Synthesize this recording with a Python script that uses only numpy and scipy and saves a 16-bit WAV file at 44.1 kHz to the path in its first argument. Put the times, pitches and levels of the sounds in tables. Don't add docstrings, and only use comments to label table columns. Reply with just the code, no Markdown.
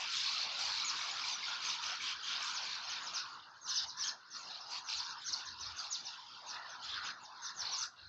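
import sys
import numpy as np
from scipy import signal
from scipy.fft import rfft, irfft, next_fast_len
from scipy.io import wavfile
from scipy.ndimage import uniform_filter1d

SR = 44100
rng = np.random.default_rng(int(sys.argv[2]) if len(sys.argv) > 2 else 0)


def master_out(mix):
    frames = np.transpose(np.atleast_2d(mix))
    ceiling = np.clip(frames, -1, 1)
    pcm = np.round(ceiling * 32767).astype(np.int16)
    wavfile.write(sys.argv[1], SR, pcm)


N = 356460
FRAME, HOP = 512, 128

ECHO_DB, ECHO_DB_PER_S = -4, -150
SECOND_ECHO_S, SECOND_ECHO_DB = .021, -14.5
BEAK_HZ, BEAK_DB_PER_KHZ2 = 5200, -4
# (time [s], length [s], first pitch [Hz], last pitch [Hz], bend [power],
# start level [dB], level at the beak resonance [dB], wall echo delay [s])
WHISTLE_CALLS = [(0.846, 0.063, 6800, 3430, 3.6, -34, -37, 0.0075),
                 (1.104, 0.048, 6700, 7000, 1.3, -50, -44, 0.0043),
                 (1.315, 0.047, 6300, 5570, 1.5, -49, -44, 0.0046),
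                 (1.642, 0.076, 6430, 2975, 4.3, -50.5, -40.5, 0.018),
                 (2.531, 0.051, 6840, 3540, 2.6, -46.5, -42, 0.0075),
                 (2.616, 0.034, 5960, 2530, 1.4, -47, -41, 0.014),
                 (2.826, 0.045, 6100, 6400, 1.2, -57, -57, 0.0058),
                 (2.874, 0.025, 5770, 3450, 1.1, -50.5, -46.5, 0.0067),
                 (2.893, 0.058, 6640, 3210, 1.3, -47, -46.5, 0.013),
                 (2.948, 0.016, 5100, 2720, 1.1, -51.5, -43, 0.011),
                 (3.026, 0.062, 6900, 3250, 3.1, -51, -45.5, 0.01),
                 (3.135, 0.047, 6400, 3510, 1.8, -49.5, -37.5, 0.021),
                 (3.148, 0.046, 6310, 3285, 1.4, -49, -42.5, 0.019),
                 (3.186, 0.032, 6060, 4070, 1.2, -47.5, -46, 0.0023),
                 (3.606, 0.081, 6500, 3000, 3.3, -64.5, -48, 0.004),
                 (3.674, 0.048, 6150, 3310, 4.1, -49.5, -38.5, 0.0041),
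                 (3.666, 0.033, 7200, 6100, 1.4, -52, -47, 0.0051),
                 (3.737, 0.057, 6350, 3175, 2.6, -49, -34.5, 0.011),
                 (3.864, 0.046, 6600, 3330, 2.1, -59.5, -45.5, 0.018),
                 (3.968, 0.032, 6300, 3490, 1.2, -52, -47, 0.0084),
                 (3.989, 0.058, 6050, 3490, 2.1, -45.5, -38, 0.011),
                 (4.031, 0.013, 8200, 6400, 1.1, -42, -39.5, 0.0055),
                 (4.044, 0.045, 6400, 6540, 1.2, -44.5, -40, 0.006),
                 (4.066, 0.032, 6200, 3700, 1.5, -42.5, -39, 0.008),
                 (4.303, 0.025, 6500, 4010, 1.6, -58, -54.5, 0.023),
                 (4.309, 0.052, 6300, 3400, 1.9, -59, -49, 0.0081),
                 (4.345, 0.032, 6300, 4140, 1.4, -58, -50, 0.009),
                 (4.375, 0.05, 6800, 6000, 2.6, -56, -52, 0.011),
                 (4.601, 0.028, 5850, 3570, 1.8, -62, -52, 0.0072),
                 (4.838, 0.06, 6350, 4530, 2.4, -60.5, -50, 0.0088),
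                 (4.948, 0.065, 7200, 4280, 1.4, -52.5, -44.5, 0.0098),
                 (5.043, 0.023, 6260, 3930, 0.95, -50, -51, 0.0026),
                 (5.074, 0.053, 6550, 4510, 3, -56.5, -54, 0.01),
                 (5.239, 0.056, 6200, 4000, 1.9, -54, -45.5, 0.01),
                 (5.259, 0.05, 6490, 3290, 3.1, -49.5, -42.5, 0.0066),
                 (5.322, 0.02, 6400, 4100, 1.3, -46.5, -33.5, 0.006),
                 (5.451, 0.044, 6600, 3590, 1.6, -53, -46.5, 0.031),
                 (5.597, 0.048, 6250, 4000, 1.8, -52, -46.5, 0.004),
                 (5.651, 0.028, 6480, 4300, 1.1, -57, -46, 0.018),
                 (5.763, 0.034, 6380, 4530, 5.5, -55.5, -46, 0.0023),
                 (5.79, 0.025, 4850, 3840, 1.2, -42, -44.5, 0.009),
                 (5.796, 0.047, 6390, 6280, 1.1, -53.5, -53.5, 0.006),
                 (5.899, 0.064, 6990, 2990, 1.9, -47, -36.5, 0.0032),
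                 (6.045, 0.047, 6300, 3090, 1.8, -53, -42, 0.024),
                 (6.461, 0.058, 6500, 4300, 2.4, -59.5, -46.5, 0.008),
                 (6.691, 0.045, 6200, 5010, 2.8, -58, -55, 0.0055),
                 (7.043, 0.04, 6750, 5700, 1.8, -53.5, -48.5, 0.006),
                 (7.207, 0.059, 7050, 3320, 3.6, -66.5, -52, 0.0036),
                 (7.418, 0.063, 6350, 3210, 4.1, -50.5, -45, 0.008),
                 (7.545, 0.045, 7050, 6300, 1.2, -60, -50, 0.0061),
                 (7.558, 0.068, 6350, 3320, 3.5, -57.5, -41, 0.01),
                 (7.575, 0.024, 5200, 3180, 1.2, -55, -50, 0.009),
                 (7.711, 0.045, 6100, 4860, 1.7, -45.5, -40.5, 0.0079),
                 (7.76, 0.045, 6500, 7100, 0.87, -54, -40, 0.005),
                 (7.777, 0.064, 6250, 2990, 3.6, -44.5, -39, 0.007),
                 (7.815, 0.038, 6400, 2296, 1.1, -45, -44, 0.0087),
                 (7.828, 0.013, 8000, 5520, 0.98, -39.5, -46.5, 0.011)]


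def whistles():
    out = np.zeros(N)
    for s, length, first_hz, last_hz, bend, start_db, beak_db, echo_s in WHISTLE_CALLS:
        middle_and_end = np.array([.5, .8])
        passing_hz = first_hz - (first_hz - last_hz) * middle_and_end ** bend
        levels_db = beak_db + BEAK_DB_PER_KHZ2 * ((passing_hz - BEAK_HZ) / 1000) ** 2
        call = whistle(length, first_hz, last_hz, bend, start_db, *levels_db)
        add(out, s, call)
        add(out, s + echo_s, amp(ECHO_DB + ECHO_DB_PER_S * echo_s) * call)
        add(out, s + echo_s + SECOND_ECHO_S, amp(SECOND_ECHO_DB) * call)
    return out


def whistle(length, first_hz, last_hz, bend, start_db, middle_db, end_db):
    u = np.linspace(0, 1, round(length * SR))
    hz = first_hz - (first_hz - last_hz) * u ** bend
    burr = evened(amp(3.3 * wobble(len(u), 60)))
    level = burr * amp(np.interp(u, [.12, .5, .8], [start_db, middle_db, end_db]))
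    low_end = np.clip((hz - 2700) / 1100, 0, 1)
    unsteady_hz = hz * (1 + .012 * wobble(len(u), 40))
    return level * low_end * signal.windows.tukey(len(u), .15) * tone(unsteady_hz)


# (time [s], length [s], middle pitch [Hz], slide over the note [Hz], level [dB],
# octave over the fundamental [dB], mean throb rate [per s])
CHURR_CALLS = [(0.131, 0.12, 3600, 501, -46.5, -28, 70), (0.134, 0.11, 5170, 202, -49, -41, 75),
               (0.255, 0.19, 4380, 306.5, -42, -22, 66), (0.605, 0.23, 4310, -900, -43.5, -26.5, 90),
               (1.19, 0.12, 4910, -47, -48.5, -30, 77), (1.834, 0.1, 3007, -44, -51, 1, 68),
               (2.019, 0.13, 3173, -52, -49, -11.5, 42), (2.225, 0.12, 3124, -63, -48.5, -5.5, 69),
               (2.661, 0.12, 4370, -52, -47.5, -37, 64), (3.145, 0.083, 2836, -54, -57.5, -35, 69),
               (3.671, 0.19, 2984, -49.5, -55.5, -9.5, 74), (3.703, 0.14, 4930, -42.5, -46.5, -28.5, 60),
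               (4.032, 0.046, 3183, -41, -48, -2, 60), (4.493, .07, 4050, -42, -52, -31, 91),
               (4.716, 0.075, 4730, -56.5, -47, -34, 110), (4.945, 0.075, 4300, -49.5, -46, -35, 80),
               (5.214, 0.028, 3670, -48.5, -55, -3.5, 79), (5.596, 0.115, 3680, -45.5, -58.5, -28, 42),
               (6.827, 0.028, 3410, -54.5, -51.5, -5, 120), (6.886, 0.076, 3620, -45.5, -45.5, -24.5, 54),
               (7.05, 0.048, 3160, -43.5, -54.5, -3.5, 57), (7.647, 0.14, 4325, -50.5, -45, -31, 54),
               (7.96, 0.27, 4160, -41.5, -57.5, -26, 56)]


def churrs():
    out = np.zeros(N)
    for s, *shape in CHURR_CALLS:
        add(out, s, churr(*shape))
    return out


def churr(length, hz, slide_hz, db, octave_db, rate):
    count = round(length * SR)
    uneven_rate = rate * (1 + .3 * wobble(count, 500))
    phase = np.cumsum(uneven_rate) / SR % 1
    throb = .35 + np.sin(np.pi * phase ** 1.36) ** 2
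    hoarse = evened(throb * amp(3.6 * wobble(count, 54)))
    slide = hz + slide_hz * np.linspace(-.5, .5, count)
    pitch = slide * (1 + .22 * (phase - .6) + .03 * wobble(count, 60))
    return amp(db) * hoarse * tone(pitch, octave_db) * signal.windows.tukey(count, .08)


# (time [s], peak level [dB], pitch [Hz])
PIP_CALLS = [(.787, -43, 2280), (1.086, -42, 2280), (0.841, -36.5, 2290), (1.0066, -40, 2220),
             (1.2361, -35.5, 2340), (1.4277, -37.5, 2180), (2.0028, -38, 2300), (2.4184, -37.5, 2350),
             (2.905, -38.5, 3020), (2.962, -44, 2400)]


def pips():
    out = np.zeros(N)
    for s, peak_db, hz in PIP_CALLS:
        note = tone(np.full(500, float(hz))) / np.sqrt(2)
        add(out, s, amp(peak_db) * note * np.hanning(500))
    return out


# (time [s], length [s], level added to the note shape [dB])
TWITTER_CALLS = [(4.886, 0.018, -34), (4.907, .016, -35), (4.926, 0.015, -30.5)]
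# (share of the note [0-1], pitch [Hz], relative level [dB], octave over the fundamental [dB])
TWITTER_SHAPE = [(0, 3000, -8, 0.5), (.37, 2188, -17, 10), (.6, 2786, -16, -1.5), (.85, 4370, -2.5, -11.5),
                 (1, 3730, -13, -16)]


def twitter():
    out = np.zeros(N)
    share, *columns = np.transpose(TWITTER_SHAPE)
    for s, length, note_db in TWITTER_CALLS:
        u = np.linspace(0, 1, round(length * SR))
        hz, db, octave_db = (uniform_filter1d(np.interp(u, share, c), size=60) for c in columns)
        add(out, s, amp(note_db + db) * tone(hz, octave_db) * signal.windows.tukey(len(u), .2))
    return out


def near_birds():
    return whistles() + churrs() + pips() + twitter()


SHRILL_HZ, SHRILL_FADES = 6730, 0.79
# (pitch [Hz], relative level [dB per Hz])
FLOCK_SPECTRUM = [(1120, -32.5), (1900, -13.5), (2050, -12), (2340, -5.5), (2850, -6.5), (3960, -5),
                  (4940, -5), (6390, -13.5), (6780, -16.5), (7920, -22.5), (10300, -51), (17400, -120)]
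# (pitch [Hz], width [Hz], gain [dB])
QUIET_BANDS = [(2160, 445, -12), (2770, 85, 6), (3076, 540, -5.5)]


def flock():
    calls = np.zeros(N)
    for when, long, first, last, bend, loud in rng.random((260, 6)):
        db = 5 * loud
        call = whistle(0.022 + 0.052 * long, 5000 + 2000 * first, 2300 + 1500 * last, 1 + 4.2 * bend,
                       db - 0.5, db, db)
        add(calls, when * N / SR, call)
    close = .16 * evened(calls) + .65 * evened(chatter())
    blur = signal.oaconvolve(close, tail(0.29))[:N]
    hiss = filtered(rng.standard_normal(N), FLOCK_SPECTRUM)
    hiss = hiss + filtered(hiss, [(6000, -27.5), (6800, -1)])

    def rule(s, hz, patches):
        low = np.clip((3500 - hz) / 300, 0, 1)
        high = np.clip((hz - 5200) / 600, 0, 1)
        mid_db, low_db, high_db = flock_levels(s[0])
        db = mid_db + low * (low_db - mid_db) + high * (high_db - mid_db)
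        db = db + SHRILL_FADES * np.clip((hz - SHRILL_HZ) / 500, 0, 1) * (high_db + 47.5)
        quiet = np.clip((-44.0 - low_db) / 12, 0, 1)
        bands_db = sum(band_db * np.exp(-((hz - f) / width) ** 2) for f, width, band_db in QUIET_BANDS)
        streaks_db = (1.1 + quiet * (.8 + 3.8 * low)) * np.minimum(patches, 1.2)
        return unit(FLOCK_SPECTRUM, hz) * amp(db + quiet * bands_db + streaks_db)

    mix = close + .25 * evened(blur) + .36 * evened(hiss)
    return shaped(mix + 0.0079 * rng.standard_normal(N), rule, patch_bins=2, patch_frames=17)


def chatter():
    out = np.zeros(N)
    t = np.arange(240) / SR
    for pitch, slide in rng.random((60, 2)):
        hz = 2500 + 3700 * pitch + 260000 * (slide - .25) * (t - t.mean())
        blip = np.hanning(len(t)) * tone(hz)
        for when, size in rng.random((170, 2)):
            add(out, when * N / SR, blip * amp(7 * size))
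    return out


RISE_DB_PER_S, FALL_DB_PER_S = 418, 453
LOW_LATE_S, HIGH_SAG_DB_PER_S = 0.006, 28
LOW_MURMUR_DB, LOW_MURMUR_SLOPE = -50 - 2.74, 1.27
HIGH_MURMUR_DB, HIGH_MURMUR_SLOPE = -50 - 3.5, 1
# (time [s], length before the fall [s],
# middle band [dB], low band [dB], high band [dB])
FLOCK_OPENINGS = [(0.0, 0.027, -43, -45, -38.5), (0.126, 0.33, -40.5, -43.5, -36),
                  (0.596, 0.349, -40.5, -44, -36), (0.972, 0.13, -41.5, -45.5, -38.5),
                  (1.154, 0.08, -45, -50, -43.5), (1.262, 0.076, -42.5, -43.5, -38.5),
                  (1.448, 0.1, -43.5, -46, -45.5), (1.642, 0.11, -41.5, -41, -39.5),
                  (1.829, 0.13, -43, -42.5, -41), (2.024, 0.099, -42.5, -41, -39),
                  (2.265, 0.099, -42, -43.5, -44), (2.43, 0.097, -47.5, -57.5, -38),
                  (2.63, 0.14, -50.5, -49.5, -45.5), (2.891, 0.092, -45, -45, -50),
                  (3.037, 0.069, -54.5, -53, -50), (3.146, 0.058, -50, -47.5, -44),
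                  (3.695, 0.15, -39, -50.5, -41), (3.892, 0.051, -51, -59.5, -56.5),
                  (3.993, 0.12, -46, -49.5, -45), (4.348, 0.24, -49, -55.5, -47.5),
                  (4.712, 0.08, -44.5, -47.5, -41.5), (4.897, 0.14, -44.5, -49.5, -42.5),
                  (5.066, 0.065, -44.5, -54, -51.5), (5.167, 0.15, -51.5, -54.5, -61.5),
                  (5.295, 0.12, -44.5, -52, -42.5), (5.449, 0.094, -51, -61, -60),
                  (5.605, 0.11, -47.5, -53.5, -50.5), (5.784, 0.09, -45.5, -53.5, -44),
                  (5.927, 0.084, -46.5, -54.5, -46), (6.059, 0.099, -54.5, -63.5, -51.5),
                  (6.492, 0.077, -49, -53, -48.5), (6.69, 0.065, -51.5, -56.5, -60.5),
                  (6.852, 0.15, -45, -48, -47), (7.038, 0.075, -44.5, -46.5, -51),
                  (7.445, 0.061, -44.5, -54.5, -47), (7.607, 0.029, -47.5, -52.5, -44.5),
                  (7.644, 0.12, -44.5, -46.5, -48), (7.776, 0.079, -45, -51.5, -40),
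                  (7.971, 0.14, -59, -57, -70)]
# (time [s], level [dB])
FLOCK_MURMUR = [(0, -40), (.97, -44), (1.6, -43.5), (2.2, -47.5), (2.4, -42), (3.04, -46.5), (3.3, -49.5),
                (3.6, -57.5), (3.9, -56), (4.2, -57), (4.6, -51), (5.2, -52.5), (5.9, -49.5), (6.3, -49.5),
                (6.75, -51.5), (7.2, -55), (7.4, -51.5), (7.9, -62), (8.08, -58)]


def flock_levels(s):
    start, length, mid_db, low_db, high_db = np.transpose(FLOCK_OPENINGS)[:, :, None]
    age = s[None] - start
    after_db = -FALL_DB_PER_S * np.maximum(age - length, 0)
    shape_db = RISE_DB_PER_S * np.minimum(age, 0) + after_db
    late_db = RISE_DB_PER_S * np.minimum(age - LOW_LATE_S, 0) + after_db
    sagging_db = shape_db - HIGH_SAG_DB_PER_S * np.clip(age, 0, length)
    murmur = np.interp(s, *np.transpose(FLOCK_MURMUR))
    low_murmur = LOW_MURMUR_DB + LOW_MURMUR_SLOPE * (murmur + 50)
    high_murmur = HIGH_MURMUR_DB + HIGH_MURMUR_SLOPE * (murmur + 50)
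    return (summed_db(murmur, *(mid_db + shape_db)),
            summed_db(low_murmur, *(low_db + late_db)),
            summed_db(high_murmur, *(high_db + sagging_db)))


WASH_FOLLOWS, WASH_DRIFT = 0.44, 0.1
EDGE_OVER_DB, EDGE_TOP_HZ = 13.5, 926
# (time [s], level before the lift of the openings [dB], centre before its drift [Hz])
WASH_PATH = [(0.0, -46.5, 1120), (0.06, -48.5, 1286), (0.83, -49, 1180), (1.17, -47, 1480),
             (1.26, -49.5, 1020), (1.57, -48, 1476), (1.69, -47.5, 1280), (2.16, -49, 1424),
             (2.43, -45, 1410), (2.54, -48.5, 1237), (3.19, -47.5, 1366), (3.56, -56, 1217),
             (3.76, -57.5, 1320), (3.91, -53.5, 1113), (3.98, -52, 1500), (4.07, -51.5, 1140),
             (4.19, -55, 1205), (4.36, -53.5, 1347), (4.73, -52.5, 1072), (5.4, -51, 1223),
             (6.48, -53.5, 1020), (6.55, -48, 1380), (6.86, -52.5, 1165), (7.0, -47.5, 1584),
             (7.34, -53.5, 1037), (7.51, -51, 1514), (7.54, -52.5, 1390), (7.79, -53, 1194),
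             (7.92, -58, 1167), (8.08, -55.5, 1330)]
# (pitch [Hz], relative level [dB per Hz])
WASH_SPECTRUM = [(240, -53.5), (400, -29), (624, -9), (692, -4.5), (979, -1), (1180, -4.5), (1380, -2),
                 (1750, -7), (2050, -12.5), (2730, -21.5), (4620, -120)]
# (time [s], level [dB])
WASH_LOW_EDGE = [(0.0, -60.5), (0.16, -77.5), (0.4, -58), (0.65, -56.5), (0.83, -72), (1.19, -56),
                 (1.26, -73), (1.35, -62), (1.8, -71.5), (1.93, -58.5), (1.98, -75), (2.29, -70.5),
                 (2.41, -57), (2.45, -79.5), (2.63, -56), (2.7, -67.5), (3.13, -59.5), (3.22, -71.5),
                 (3.76, -71.5), (3.87, -59), (3.94, -81.5), (4.14, -63), (4.25, -80), (4.5, -63),
                 (5.31, -72.5), (5.36, -61), (5.56, -82), (5.65, -63), (6.34, -76.5), (6.41, -63),
                 (6.71, -60), (6.75, -67.5), (7.43, -68), (7.51, -76.5), (7.63, -59), (8.08, -77)]


def wash():
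    path_s, _, centre_hz = np.transpose(WASH_PATH)

    def rule(s, hz, patches):
        level_db = wash_level(s[0])
        centre = np.interp(s, path_s, centre_hz) * np.exp(WASH_DRIFT * wobble(s.size, 26))
        lean_db = np.maximum(-30 * np.log(np.maximum(hz, 300) / centre) ** 2, -6)
        edge_db = np.interp(s, *np.transpose(WASH_LOW_EDGE)) - level_db + EDGE_OVER_DB
        edge_db = edge_db * np.clip((EDGE_TOP_HZ - hz) / 150, 0, 1)
        streaks_db = 3.5 * np.minimum(patches, 1.2)
        return unit(WASH_SPECTRUM, hz) * amp(level_db + lean_db + edge_db + streaks_db)

    noise = shaped(rng.standard_normal(N), rule, patch_bins=2.2, patch_frames=18.3)
    return noise + tonal_traces()


def wash_level(s):
    lift_db = flock_levels(s)[0] - np.interp(s, *np.transpose(FLOCK_MURMUR))
    slow_db = np.interp(s, *np.transpose(WASH_PATH)[:2])
    return slow_db + WASH_FOLLOWS * uniform_filter1d(lift_db, size=9)


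# (time [s], length [s], pitch [Hz], level [dB], rms waver [share of pitch])
TONAL_TRACES = [(1.446, 0.16, 1418, -52.5, 0.0055), (3.958, 0.21, 1743, -56, 0.028),
                (6.529, 0.16, 1800, -55.5, 0.07), (6.951, 0.12, 1450, -52, 0.022)]


def tonal_traces():
    out = np.zeros(N)
    for s, length, hz, db, waver in TONAL_TRACES:
        count = round(length * SR)
        trace = tone(hz * (1 + waver * wobble(count, 200)))
        trace = trace * amp(db + 3.5 * wobble(count, 150))
        add(out, s, trace * signal.windows.tukey(count, .4))
    return out


AIR_DB = -71.5
# (pitch [Hz], relative level [dB per Hz])
AIR_SPECTRUM = [(65, -27), (110, -2.5), (150, -5), (328, -4.5), (389, -6), (600, -7.5), (780, -22.5),
                (1320, -120)]


def air():
    t, s = np.arange(N) / SR, np.arange(0, N, HOP) / SR
    low = evened(filtered(rng.standard_normal(N), AIR_SPECTRUM))
    flutter = amp(AIR_DB + 1.8 * wobble(N, 2100))
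    wash_db = np.interp(t, s, wash_level(s))
    return low * flutter * amp(0.55 * (wash_db - wash_db.mean()))


BREEZE_DB, BREEZE_SWING_DB, BUMP_DB_PER_S = -87, 4, 200
# (time of the peak [s], peak level [dB])
WIND_BUMPS = [(0.0, -71), (0.18, -73), (0.7, -64.5), (1.3, -74.5), (1.85, -76), (2.72, -74.5), (3.85, -71),
              (4.97, -66), (5.33, -70.5), (5.51, -61.5), (5.67, -56), (6.95, -62.5), (7.63, -67.5),
              (7.82, -71.5), (8.07, -62.5)]
# (pitch [Hz], relative level [dB per Hz])
WIND_SPECTRUM = [(12, -47.5), (20, -24.5), (32, -18.5), (54, -5), (76, 13), (160, -7), (210, -38.5),
                 (350, -120)]


def wind():
    t, s = np.arange(N) / SR, np.arange(0, N, HOP) / SR
    breeze_db = BREEZE_DB + BREEZE_SWING_DB * wobble(len(s), 30)
    bumps_db = [db - BUMP_DB_PER_S * abs(s - at) for at, db in WIND_BUMPS]
    wind_db = summed_db(breeze_db, *bumps_db)
    rumble = evened(filtered(rng.standard_normal(N), WIND_SPECTRUM))
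    return rumble * amp(np.interp(t, s, wind_db))


def tail(t60):
    at = np.arange(400, SR // 2, 20)
    taps = np.zeros(SR // 2 + 20)
    signs = rng.choice([-1., 1.], len(at))
    taps[at + rng.integers(0, 20, len(at))] = signs * amp(-60 * at / SR / t60)
    return taps / np.linalg.norm(taps)


def tone(hz, octave_db=-60):
    turn = 2 * np.pi * (np.cumsum(hz) / SR + rng.random())
    return np.sqrt(2) * (np.sin(turn) + amp(octave_db) * np.sin(2 * turn))


def wobble(count, smooth):
    width = max(int(smooth), 2)
    once = uniform_filter1d(rng.standard_normal(count), width)
    return evened(uniform_filter1d(once, width))


def shaped(x, rule, patch_bins, patch_frames):
    hz, s, z = signal.stft(x, SR, nperseg=FRAME, noverlap=FRAME - HOP)
    mean_power = uniform_filter1d(np.mean(abs(z) ** 2, 1), size=5)
    flat = z / np.sqrt(mean_power)[:, None]
    used = hz < 9500
    patches = rng.standard_normal(z[used].shape)
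    for _ in range(2):
        patches = uniform_filter1d(patches, int(patch_bins), 0)
        patches = uniform_filter1d(patches, int(patch_frames), 1)
    flat[used] *= rule(s[None], hz[used, None], evened(patches))
    flat[~used] = 0
    return signal.istft(flat, SR, nperseg=FRAME, noverlap=FRAME - HOP)[1][:N]


def unit(points, hz):
    gain = amp(read(points, hz))
    return gain / np.sqrt(np.sum(gain ** 2) * 4 / 3)


def filtered(x, points):
    size = next_fast_len(N)
    gain = amp(read(points, np.fft.rfftfreq(size, 1 / SR)))
    return irfft(rfft(x, size) * gain, size)[:N]


def read(points, hz):
    f, value = np.transpose(points)
    return np.interp(np.log(hz + 1), np.log(f + 1), value)


def summed_db(*levels_db):
    return 10 * np.log10(sum(10 ** (level / 10) for level in levels_db))


def amp(db):
    return 10 ** (np.asarray(db) / 20)


def evened(x):
    return x / np.sqrt(np.mean(abs(x) ** 2) + 1e-30)


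def add(mix, s, sound):
    part = mix[round(s * SR):][:len(sound)]
    part += sound[:len(part)]


def scene():
    birds = near_birds()
    nests = np.zeros(700)
    nests[rng.integers(60, 700, 16)] = rng.choice([-1., 1.], 16) / 4
    scattered = signal.oaconvolve(birds, nests)[:N]
    yard = signal.oaconvolve(birds, tail(0.32))[:N]
    mix = birds + amp(-8) * scattered + amp(-9.5) * yard
    mix = mix + flock() + wash() + air() + wind()
    return np.array([mix, mix])


def suppressed(x, margin_db, depth_db):
    z = signal.stft(x, nperseg=FRAME, noverlap=FRAME - HOP)[2]
    power = abs(uniform_filter1d(abs(z) ** 2, size=16, axis=1))
    level_db = 10 * np.log10(power + 1e-20)
    quiet_db = uniform_filter1d(np.percentile(level_db, 20, axis=1), size=7)[:, None]
    cut_db = depth_db * np.clip(0.5 - (level_db - quiet_db) / margin_db, 0, 1)
    gain = amp(-uniform_filter1d(cut_db, size=8, axis=1))
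    return signal.istft(z * gain, nperseg=FRAME, noverlap=FRAME - HOP)[1][:N]


FIZZ_RESPONSE = [(9000, -37.5), (10500, -14), (12500, -5), (14000, -10.5), (15500, -17.5)]


def coder_fizz(heard):
    highest = filtered(heard, [(4500, -18.5), (6000, -7.5)])
    high_power = uniform_filter1d(highest ** 2, size=1500)
    noise = amp(-0.5) * abs(high_power) ** 0.66 * rng.standard_normal(N)
    squared = amp(-15.0) * heard ** 2
    return filtered(squared + noise, [(8000, -120)] + FIZZ_RESPONSE)


HISS_DB, BAND_LIMIT_HZ = -99, 15500
# (pitch [Hz], gain [dB])
MIC_RESPONSE = [(6600, -0.5), (7200, -11), (8000, -18.5), (9000, -29)]


def record(dry):
    heard = filtered(dry[0], MIC_RESPONSE)
    hiss = filtered(rng.standard_normal(N), [(6000, -25.0), (9500, -18.5), (11000, -29.5)])
    clean = suppressed(heard, margin_db=12.5, depth_db=6.5)
    full = clean + coder_fizz(heard) + amp(HISS_DB) * evened(hiss)
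    band_limit = signal.firwin(511, BAND_LIMIT_HZ, window=("kaiser", 9), fs=SR)
    out = signal.oaconvolve(full, band_limit, "same")
    return np.array([out, out])


dry = scene()
out = record(dry)
master_out(out)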